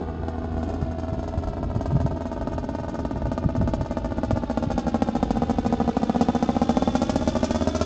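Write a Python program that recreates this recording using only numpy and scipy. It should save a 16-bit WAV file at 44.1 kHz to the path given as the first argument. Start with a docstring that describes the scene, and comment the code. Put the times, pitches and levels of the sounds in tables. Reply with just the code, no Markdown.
"""A paramotor's two-stroke engine pops past overhead at low throttle, above open fields.
It fires only every few turns: sharp exhaust pops, often in pairs, ring the pipe and silencer, each with
a rasp of gas. Under them the crank hums, the casing whines and the propeller whirrs. The craft's sound
bounces off the grass and scatters off the land, and a light wind buffets the microphone."""
import sys
import numpy as np
from scipy import signal
from scipy.fft import rfft, irfft, next_fast_len
from scipy.io import wavfile
from scipy.ndimage import uniform_filter1d, minimum_filter1d

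SR = 44100
rng = np.random.default_rng(int(sys.argv[2]) if len(sys.argv) > 2 else 0)


def master(y):
    """Save y as 16-bit WAV."""
    cut = np.clip(np.atleast_2d(y).T, -1, 1)
    pcm = np.round(cut * 32767)  # scale
    wavfile.write(sys.argv[1], SR, pcm.astype(np.int16))


N = 346185
TIME = np.arange(N) / SR
NEAREST_S, NEAREST_M, SPEED_M_PER_S = 6.46, 39, 15.9  # straight, steady pass


def amp(db):
    """Decibels to gain."""
    return 10 ** (np.asarray(db) / 20)


def unit(x):
    """Scales to rms 1."""
    return x / np.sqrt(np.mean(x ** 2) + 1e-20)


def curve(rows, at_s=TIME, column=1):
    """One table column, interpolated in time."""
    table = np.transpose(rows)
    return np.interp(at_s, table[0], table[column])


def colour(spectrum, size):
    """Gain of a spectrum on FFT bins."""
    hz, db = np.transpose(spectrum)
    bins_hz = np.fft.rfftfreq(size, 1 / SR)
    return amp(np.interp(np.log(bins_hz + 1), np.log(hz), db))


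def noise(spectrum):
    """Coloured noise, rms 1."""
    size = next_fast_len(N + N % 2, True) * 2
    white = rfft(rng.standard_normal(size))
    return unit(irfft(white * colour(spectrum, size))[:N])


def lowpass(x, hz, order=1):
    """Butterworth roll-off above hz."""
    return signal.sosfilt(signal.butter(order, min(hz, .45 * SR), fs=SR, output="sos"), x)


def band_limit(x, hz):
    """Steep cut above hz."""
    taps = signal.firwin(127, hz, window=("kaiser", 7), fs=SR)
    return signal.oaconvolve(x, taps[None], "same")


def wander(rate_hz):
    """Smooth random drift, rms 1."""
    return unit(lowpass(rng.standard_normal(N), rate_hz, order=2))


def convolve(x, response):
    """Plays x through an impulse response."""
    return signal.oaconvolve(x, response)[:N]


def pulse(spectrum, size=4096):
    """Minimum-phase pulse, peak 1."""
    log_gain = np.log(colour(spectrum, size))
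    mirrored = np.concatenate([log_gain, log_gain[-2:0:-1]])
    response = np.exp(np.conj(signal.hilbert(mirrored)))
    wave = np.fft.ifft(response).real[:size // 2]
    return wave / abs(wave).max()


def nearness_db(at_s=TIME):
    """1 / distance law, 0 dB at the nearest point."""
    along_m = SPEED_M_PER_S * (at_s - NEAREST_S)
    return 20 * np.log10(NEAREST_M / np.hypot(NEAREST_M, along_m))


def doppler(at_s=TIME, sound_m_per_s=343):
    """Pitch ratio: above 1 approaching, below 1 leaving."""
    along_m = SPEED_M_PER_S * (at_s - NEAREST_S)
    return 1 / (1 + SPEED_M_PER_S / sound_m_per_s * along_m / np.hypot(NEAREST_M, along_m))


# wind rumble: t/s, level/dB
WIND_LEVEL = [(0, -38), (1.4, -32), (2, -29.5), (2.3, -34.5), (3.2, -32), (3.7, -28), (4.1, -35),
              (4.8, -33), (5.7, -32), (6.2, -42.5), (6.7, -39), (7.3, -30.5), (7.85, -54)]
# wind rumble: f/Hz, level/dB
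WIND_SPECTRUM = [(12, -21), (30, -11.5), (55, 2.5), (85, -5.5), (120, -5.5), (200, -10.5), (350, -17),
                 (800, -43), (2000, -75)]
# buffets: t/s, swirl/dB, length/s, centre/Hz, thump/dB
BUFFETS = [(0.014, -28.5, 0.058, 260, -31), (0.685, -30.5, 0.13, 254, -32), (0.828, -29, 0.034, 102, -18),
           (1.128, -32.5, .04, 110, -18), (1.38, -32, 0.063, 91, -16.5), (1.5, -25, 0.043, 74.5, -19),
           (1.764, -25, 0.043, 98.5, -18), (1.953, -20, .13, 111, -13), (2.055, -26, 0.036, 119, -14),
           (2.547, -31, 0.053, 90, -27), (3.276, -26.5, 0.054, 89, -26), (3.462, -22, .04, 110, -8.5),
           (3.606, -21, 0.06, 114, -11.5), (3.811, -27.5, 0.045, 94, -16), (4.333, -28.5, 0.12, 80, -15),
           (4.676, -28, 0.05, 112, -16.5)]


def wind(lump_db=2.0, lump_hz=9, band_ratio=1.34):
    """Lumpy rumble on the microphone; each buffet is a swirl around one suck-and-push thump."""
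    out = amp(curve(WIND_LEVEL) + lump_db * wander(lump_hz)) * noise(WIND_SPECTRUM)
    for at_s, swirl_db, length_s, hz, thump_db in BUFFETS:
        near = abs(TIME - at_s) < 2 * length_s
        t = TIME[near] - at_s
        envelope = np.exp(-(2 * t / length_s) ** 2)
        band = signal.butter(2, [hz / band_ratio, hz * band_ratio], "band", fs=SR, output="sos")
        swirl = envelope * signal.sosfilt(band, rng.standard_normal(len(t)))
        swirl *= np.linalg.norm(envelope) / np.linalg.norm(swirl)
        phase = 2 * np.pi * hz * t
        thump = phase * np.exp((1 - phase ** 2) / 2)
        out[near] += amp(swirl_db) * swirl + amp(thump_db) * thump
    return out


def field_scatter(x, t60_s=0.89, onset_s=0.033, cutoff_hz=2500, level_db=-15.5, far_slope=1.22, paths=5):
    """Scatter off the land: paths crossfade as the craft moves; its share grows with distance."""
    t, out = TIME[:SR // 2], np.zeros(N)
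    envelope = amp(-60 * t / t60_s) * np.clip(t / onset_s - .5, 0, 1)
    position = TIME / TIME[-1] * (paths - 1)
    for k in range(paths):
        tail = lowpass(rng.standard_normal(len(t)) * envelope, cutoff_hz)
        tail *= np.sqrt(np.pi * cutoff_hz / SR) / np.linalg.norm(tail)
        crossfade = np.cos(np.pi / 2 * np.clip(position - k, -1, 1))
        out += convolve(x * crossfade, tail)
    return amp(level_db - far_slope * nearness_db()) * out


# ground bounce, longest overhead: t/s, lag/ms
BOUNCE_LAG = [(0, 2.51), (1, 2.81), (2.4, 3.15), (3.9, 3.26), (4.6, 3.47), (5.4, 3.88), (6.1, 3.99),
              (7, 3.59), (7.85, 2.88)]


def ground_bounce(x, gain=0.72, grass_hz=2800):
    """Direct sound plus a duller bounce off the grass: a sweeping comb."""
    lag_s = curve(BOUNCE_LAG) / 1000
    dull = lowpass(x, grass_hz, order=2)
    return x + gain * np.interp(TIME - lag_s, TIME, dull, left=0)


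# treble notch, deepest for sound from the front: t/s, depth/0-1
NOTCH_DEPTH = [(0, 0.85), (1.5, 0.66), (3, 0.36), (5.3, 0.5), (6.4, 0.14), (7.85, 0)]


def body_notch(x, centre_hz=5780, width_hz=680):
    """The camera body cancels a narrow treble band, depending on direction."""
    band = signal.lfilter(*signal.iirpeak(centre_hz, centre_hz / width_hz, fs=SR), x)
    return x - curve(NOTCH_DEPTH) * band


# craft's output, front to rear: t/s, hiss/dB, rasp trim/dB, propeller rush/dB, crank fundamental/dB
CRAFT_LEVELS = [(0, -69, -36, -44, -48), (.55, -74, -27, -44, -37), (.65, -81.5, -25.5, -43.5, -40.5),
                (2, -76.5, -25, -43.5, -44), (3.5, -74.5, -25, -42.5, -45.5), (5, -61, -22, -38, -44.5),
                (6.2, -52.5, -27, -34.5, -55), (7.1, -46.5, -17.5, -34.5, -41),
                (7.85, -49.5, -15.5, -35, -43)]
# propeller rush: f/Hz, level/dB
RUSH_SPECTRUM = [(60, -5.5), (250, 11.5), (420, 4.5), (680, -5.5), (1000, -10), (1400, -10), (2000, -18),
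                 (2700, -16.5), (3500, -18), (5500, -23.5), (7000, -32.5), (9000, -64)]


def propeller(turns, chop_depth=0.31, gear_ratio=.72):
    """Geared-down blades chop an air rush and a hiss heard mostly from behind."""
    blades = unit(1 + chop_depth * np.cos(2 * np.pi * gear_ratio * turns))
    rush = amp(curve(CRAFT_LEVELS, column=3)) * noise(RUSH_SPECTRUM)
    hiss = amp(curve(CRAFT_LEVELS, column=1)) * noise(HISS_SPECTRUM)
    return blades * (rush + hiss)


# crank overtones: harmonic number, level/dB
OVERTONES = [(3, -5.5), (5, -3), (8, -6), (11, -6), (15, -10.5), (18, -11.5)]
# all overtones: t/s, level/dB
OVERTONE_LEVEL = [(0, -46), (1.5, -55), (3, -47.5), (5, -65.5), (6.5, -48), (7.85, -48.5)]


def crank_hum(turns, lag_turns=0.5983):
    """The crank's fundamental and overtones, trailing the pops by part of a turn."""
    phase = 2 * np.pi * (turns - lag_turns)
    fundamental = amp(curve(CRAFT_LEVELS, column=4)) * np.cos(phase)
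    overtones = sum(amp(db) * np.cos(harmonic * phase) for harmonic, db in OVERTONES)
    return fundamental + amp(curve(OVERTONE_LEVEL)) * overtones


# casing ring, strongest from behind: t/s, level/dB
CASING_LEVEL = [(0, -77.5), (3.5, -85), (4.6, -63.5), (5.6, -58), (6.4, -55.5), (7.05, -48.5), (7.4, -52.5),
                (7.85, -51)]


def casing_whine(gas, ring_hz=3530, waver_hz=48, decay_s=0.038, flare_share=0.57, rough_db=4.5):
    """The casing's thin, wavering ring flares after each firing and sinks with the Doppler shift."""
    hz = ring_hz * doppler() + waver_hz * wander(rate_hz=60)
    tone = np.sin(2 * np.pi * np.cumsum(hz) / SR)
    flare = abs(convolve(gas ** 2, np.exp(-TIME[:SR // 4] / decay_s)))
    flare /= uniform_filter1d(flare, SR // 2) + 1e-12
    envelope = np.sqrt(1 - flare_share + flare_share * flare) * amp(rough_db * wander(rate_hz=90))
    return amp(curve(CASING_LEVEL)) * unit(tone * envelope)


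# sharp ticks near the closest point: t/s, level/dB
SHARP_TICKS = [(5.2372, -52), (5.3714, -45), (6.2903, -52), (6.9403, -53), (7.1595, -35)]
# tick: f/Hz, level/dB
TICK_SPECTRUM = [(2000, -17), (6000, 8), (9000, 2.5), (12000, -5), (15500, -16)]


def ticks(decay_s=0.0028, faint_db=-54):
    """Thin, bright ticks: a faint one growing with each firing's strength, and a few sharp ones."""
    t, envelope = TIME[:SR // 30], np.zeros(N + SR)
    faint = [(at_s, faint_db + 2 * pop_db) for at_s, pop_db, _, _ in FIRINGS]
    for at_s, db in faint + list(SHARP_TICKS):
        start = round(at_s * SR)
        envelope[start:start + len(t)] += amp(db) * np.exp(-t / decay_s)
    return envelope[:N] * noise(TICK_SPECTRUM) / 2


# silencer shell: f/Hz, level/dB
CLANK_SPECTRUM = [(500, -13.5), (900, 0), (1250, 1.5), (1500, -4.5), (1850, -8.5), (2400, -22), (5000, -29)]


def shell_clank(kicks, swell_s=0.0015, level_db=-27.0, far_slope=0.33):
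    """The silencer's thin shell shakes after each pop: a tinny noise burst."""
    age = TIME[:SR // 12] / swell_s
    power = convolve(kicks ** 2, age ** 2 * np.exp(-age))
    return amp(level_db - far_slope * nearness_db()) * np.sqrt(abs(power)) * noise(CLANK_SPECTRUM)


# cooling fin modes: f/Hz, gain/dB
FIN_MODES = [(2420, 0.5), (4400, -2.5), (4800, -3.5), (5350, -0.5), (6150, 3.5), (6600, -5.5), (7200, 2.5)]


def fin_ring(rasp, width_hz=70):
    """The rasp plus the Doppler-shifted ringing it excites in the cooling fins."""
    source_s = np.cumsum(doppler()) / SR
    out = rasp.copy()
    for hz, db in FIN_MODES:
        carrier = np.exp(2j * np.pi * hz * source_s)
        baseband = lowpass(rasp / carrier, width_hz / 2)
        out += amp(db) * 2 * (carrier * baseband).real
    return out


# gas rasp and propeller hiss: f/Hz, level/dB
HISS_SPECTRUM = [(400, 10), (1300, 9), (2000, -3), (3000, 0.5), (4200, 1.5), (5300, 4.5), (6500, 3.5),
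                 (7500, -2), (9000, -10)]


def gas_rasp(gas, rise_s=0.0013, decay_s=0.0068, spit_s=0.00034, spit_db=2, spit_slope=.5,
             level_db=-9.0, spread_db=2.64):
    """Each pop opens with a spit, softened by distance, then swells into turbulent hiss and dies."""
    t = TIME[:SR // 6]
    jets = gas * amp(spread_db * rng.standard_normal(N))
    spits = jets * amp(spit_db + spit_slope * nearness_db())
    power = convolve(jets ** 2, np.exp(-t / decay_s) * (1 - np.exp(-t / rise_s)))
    power += convolve(spits ** 2, np.exp(-t / spit_s))
    return amp(curve(CRAFT_LEVELS, column=2) + level_db) * np.sqrt(abs(power)) * noise(HISS_SPECTRUM)


# bark of a well-filled charge: f/Hz, level/dB
BARK_SPECTRUM = [(300, -4), (900, -2), (1500, -3.5), (2500, -4), (4200, -6.5), (7000, -27)]


def bark(kicks, level_db=-15.5, steepening=2, distance_exponent=0.15):
    """The hardest firings leave the pipe with a steeper, brighter front, which distance weakens."""
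    local_peak = -minimum_filter1d(-kicks, SR // 2) + 1e-9
    front = (kicks / local_peak) ** steepening * (local_peak / local_peak.max()) ** distance_exponent
    return amp(level_db) * convolve(kicks * front, pulse(BARK_SPECTRUM))


def recoil(x, corner_hz=110):
    """All-pass: a suck back into the pipe follows each push of gas."""
    return x - 2 * lowpass(x, corner_hz)


# one pop from the pipe: f/Hz, level/dB
PIPE_SPECTRUM = [(35, -21.5), (85, -1), (130, -3.5), (220, 4.5), (280, -1), (335, -14), (420, -7.5),
                 (620, -8.5), (810, -7), (1000, -20), (1250, -20.5), (1500, -27), (1950, -39),
                 (4000, -55.5)]
# silencer modes: f/Hz, level/dB re pop peak, t60/s
SILENCER_MODES = [(260, -38.5, 0.063), (461.6, -32.5, 0.2), (626, -17, 0.066), (857.6, -39.5, 0.2),
                  (1153, -35.5, 0.094), (1368, -37.5, .07)]
# tone as the exhaust's aim changes: t/s, bass/dB, brightness/dB
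EXHAUST_AIM = [(0, 2.5, 2), (1.96, -6, -0.5), (3.92, -5, 2.5), (5.877, -1, -3), (6.8, -3, -1.5),
               (7.85, 2, 6)]


def exhaust(kicks, level_db=-1.5):
    """Each kick sounds the pipe and silencer; both sink with the Doppler shift."""
    t, out = TIME[:SR // 6], np.zeros(N)
    stages_s = [row[0] for row in EXHAUST_AIM]
    tilt_hz = [90, 300, 620, 820, 1100, 1600]
    for (at_s, bass_db, bright_db), crossfade in zip(EXHAUST_AIM, np.eye(len(EXHAUST_AIM))):
        stage_kicks = kicks * np.interp(TIME, stages_s, crossfade)
        shift = doppler(at_s)
        tilt_db = [bass_db, 0, 0, -bright_db, 0, bright_db]  # trades honk for upper mids
        pop = pulse([(hz * shift, db + np.interp(hz, tilt_hz, tilt_db)) for hz, db in PIPE_SPECTRUM])
        ring = sum(amp(db - 60 * t / t60_s) * np.sin(2 * np.pi * hz * shift * t)
                   for hz, db, t60_s in SILENCER_MODES)
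        out += convolve(stage_kicks, pop) + convolve(stage_kicks, ring)
    return amp(level_db) * out


# nominal crank turn as heard: t/s, period/ms
TURN_PERIOD = [(0, 12.3), (.6, 12.3), (1.6, 12.1), (2.8, 12.1), (3.4, 12.4), (4.4, 12.55), (4.9, 12.73),
               (6.4, 12.8), (7.1, 12.9), (7.85, 12.6)]
# weak puffs between firings: t/s, level/dB
PUFF_LEVEL = [(0, -24.5), (.55, -27), (.92, -25), (1.05, -35), (2, -41.5), (3.5, -49.5), (5, -30.5),
              (6.2, -39), (7.1, -34), (7.85, -28.5)]
# firings: t/s, pop/dB, after-pop one turn later/dB, extra gas/dB
FIRINGS = [(0.0118, -20, -19, 3.5), (0.2341, -17.5, -27.5, -4), (0.2833, -13.5, -28, 2.0),
           (0.58, -18.5, -27, 4.5), (0.6298, -15.5, -28.5, 3.5), (0.678, -26.5, -18, 5.5),
           (0.7257, -25, -19.5, 5.5), (0.8129, -21.5, -19, 1.5), (0.9847, -18.5, -22, 4),
           (1.0336, -19.0, -21, -0.5), (1.0826, -17.5, -21.5, -2.5), (1.1316, -20, -21, 0.0),
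           (1.1811, -24, -18.5, 2), (1.2293, -18, -20, 3), (1.278, -18, -20.5, 5),
           (1.327, -23.5, -17.5, -0.5), (1.3753, -19, -20, 4), (1.424, -23.5, -17.5, 1.0),
           (1.4725, -18, -19.5, 4.5), (1.5211, -30, -18.5, -3.0), (1.5694, -17, -19.5, -1),
           (1.6295, -16, -20, -0.5), (1.7015, -19.5, -19.0, -2.5), (1.75, -20.0, -18, -0.5),
           (1.8097, -14, -26, 4.5), (1.8578, -14, -32, 3.5), (1.9065, -18.5, -19, -2),
           (1.9545, -21, -16.5, 0.0), (2.0025, -14.5, -18.5, 1.0), (2.0625, -14.0, -19.5, 0),
           (2.1107, -17.5, -21.5, -1.5), (2.1602, -25, -19, 4), (2.2077, -16.5, -19.5, 3),
           (2.2552, -16, -20, 2), (2.3161, -18, -17, 2), (2.3643, -18.5, -19.5, -3.5),
           (2.4122, -15, -18.5, 2.5), (2.4727, -13, -21.5, -2), (2.5204, -20.0, -18.5, 1.5),
           (2.5807, -12.5, -26.5, 4), (2.6298, -22.5, -18, 1.5), (2.6897, -14, -27, 3),
           (2.7377, -23.5, -14.0, 0.0), (2.786, -17.5, -18, 1), (2.8336, -19.5, -17.5, 1.5),
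           (2.8821, -16, -18.5, 2.5), (2.9427, -18, -17, 5.5), (2.9906, -14.0, -18, 1.5),
           (3.0509, -12.5, -23.5, 0.5), (3.1104, -15.0, -39, -0.5), (3.1589, -17, -20, -3),
           (3.2075, -26, -15.5, -2), (3.2557, -16, -19, -1.5), (3.3166, -12.5, -21.5, 2.5),
           (3.378, -11.0, -34.5, 2), (3.4278, -20.0, -16.5, -7), (3.4898, -15, -18.5, -1),
           (3.5517, -15, -16, 0.0), (3.6135, -13.5, -19.5, 1.5), (3.6754, -12.5, -19, 2),
           (3.7365, -9, -22.5, -1), (3.811, -13, -30, 1.5), (3.848, -25.5, -18, 3),
           (3.9095, -14.5, -18, -1.0), (3.9704, -10.5, -19.5, 5), (4.0455, -15, -17.0, 0.5),
           (4.1082, -20, -14, -4), (4.1707, -22, -13.0, -2.5), (4.2333, -9.5, -16.5, 1.5),
           (4.3084, -7.0, -34, 1), (4.3598, -16.0, -12.0, -1), (4.4228, -21.0, -12.0, -5.5),
           (4.4986, -12.5, -13, -0.5), (4.574, -8, -24.5, -1), (4.6255, -12.5, -13, -0.5),
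           (4.7029, -12, -12.5, 1), (4.7787, -8.5, -15, 2.5), (4.8679, -11, -12.0, -0.5),
           (4.9439, -7, -12.0, -2.5), (5.0211, -4.5, -34, -0.5), (5.0739, -17.0, -9, -1),
           (5.1524, -10, -12.5, -1.0), (5.2286, -5.5, -38, 0), (5.3065, -7, -26, -0.5),
           (5.357, -17, -10.0, 1.5), (5.4205, -8, -11.5, -2.5), (5.4962, -9.0, -10, -1),
           (5.5852, -7.5, -40, 1), (5.6494, -13, -8.5, 0), (5.7256, -7.0, -10.0, -0.5),
           (5.8015, -8, -10, 1), (5.878, -9.5, -8.5, -2.5), (5.968, -5.5, -39, -1.0),
           (6.0187, -22, -8, 5.5), (6.0958, -5.5, -30, -1), (6.1476, -12.5, -7.5, 0),
           (6.2103, -4, -10.5, 4), (6.286, -4.5, -11, 0.5), (6.3491, -9.0, -10, 0), (6.426, -5.5, -16.5, 3),
           (6.4898, -5.5, -12, 0), (6.5534, -17, -6.5, -5), (6.6166, -5.5, -12, 0.5),
           (6.6928, -4, -11, 0.5), (6.7703, -4.0, -27.5, -2.5), (6.823, -5.5, -31.5, -1.5),
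           (6.8754, -6, -13.5, -1.5), (6.9523, -4.5, -19, -0.5), (7.0178, -7.5, -11, 1.5),
           (7.095, -6.5, -25.5, 2.5), (7.1584, -7, -22, 2), (7.2107, -14, -14, -6.5),
           (7.2756, -5.5, -11.5, -1.5), (7.3529, -9, -9.5, -3), (7.4305, -7.0, -10, 0),
           (7.5076, -7.5, -25, 1.0), (7.5458, -10.5, -10, -1), (7.6096, -11.5, -9.5, -4.5),
           (7.6728, -6.0, -13, 1.5), (7.7493, -10.5, -13, 0), (7.8121, -6.0, -17.5, 0)]


def crank(surge=0.024, wobble=.007, puff_spread_db=4.5, jitter_s=0.00025, charge_db=-3.5, evenness=0.15):
    """One kick a turn: pop, after-pop, then puffs. Returns kicks, gas per kick and the turn count."""
    kicks, gas, turn_samples = np.zeros(N + SR), np.zeros(N + SR), []
    ends_s = [row[0] for row in FIRINGS[1:]] + [FIRINGS[-1][0] + .1]
    for (start_s, pop_db, after_db, gas_db), end_s in zip(FIRINGS, ends_s):
        gap_s = end_s - start_s
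        count = max(round(1000 * gap_s / curve(TURN_PERIOD, start_s)), 2)
        uneven, stray, late = rng.standard_normal((3, count))
        late[:2] = 0  # jitter on puffs only
        puff_db = curve(PUFF_LEVEL, start_s + gap_s * np.arange(count) / count)
        strength = amp(puff_db + puff_spread_db * uneven)
        strength[:2] = amp([pop_db, after_db])
        periods = 1 - surge * strength / strength.max() + wobble * stray  # firing hurries the crank
        due = (start_s + gap_s * (np.cumsum(periods) - periods) / periods.sum()) * SR
        at = np.round(due + jitter_s * SR * late).astype(int)
        kicks[at] = gas[at] = strength
        # firings differ less in gas than in loudness
        full_charge = amp(charge_db + nearness_db(start_s))
        gas[at[:2]] = amp(gas_db) * strength[:2] ** (1 - evenness) * full_charge ** evenness
        turn_samples.extend(due)
    turns = np.interp(np.arange(N), turn_samples, np.arange(len(turn_samples)))
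    return kicks[:N], gas[:N], turns


def scene():
    """The craft, heard directly, off the ground and off the fields, with wind."""
    kicks, gas, turns = crank()
    pops = recoil(exhaust(kicks) + bark(kicks))
    engine = pops + fin_ring(gas_rasp(gas)) + shell_clank(kicks) + crank_hum(turns) + casing_whine(gas)
    craft = ground_bounce(engine + propeller(turns))
    return (body_notch(craft + field_scatter(craft)) + wind())[None]


def record(dry, ceiling=0.46, low_hz=14, high_hz=7600, edge_hz=9200, tick_edge_hz=15800):
    """The microphone rounds tall peaks and loses both extremes; only the ticks reach above its range."""
    rounded = dry / (1 + (dry / ceiling) ** 4) ** (1 / 4)
    dull = lowpass(rounded - lowpass(rounded, low_hz), high_hz, order=6)
    return band_limit(band_limit(dull, edge_hz) + ticks(), tick_edge_hz)


dry = scene()
out = record(dry)
master(out)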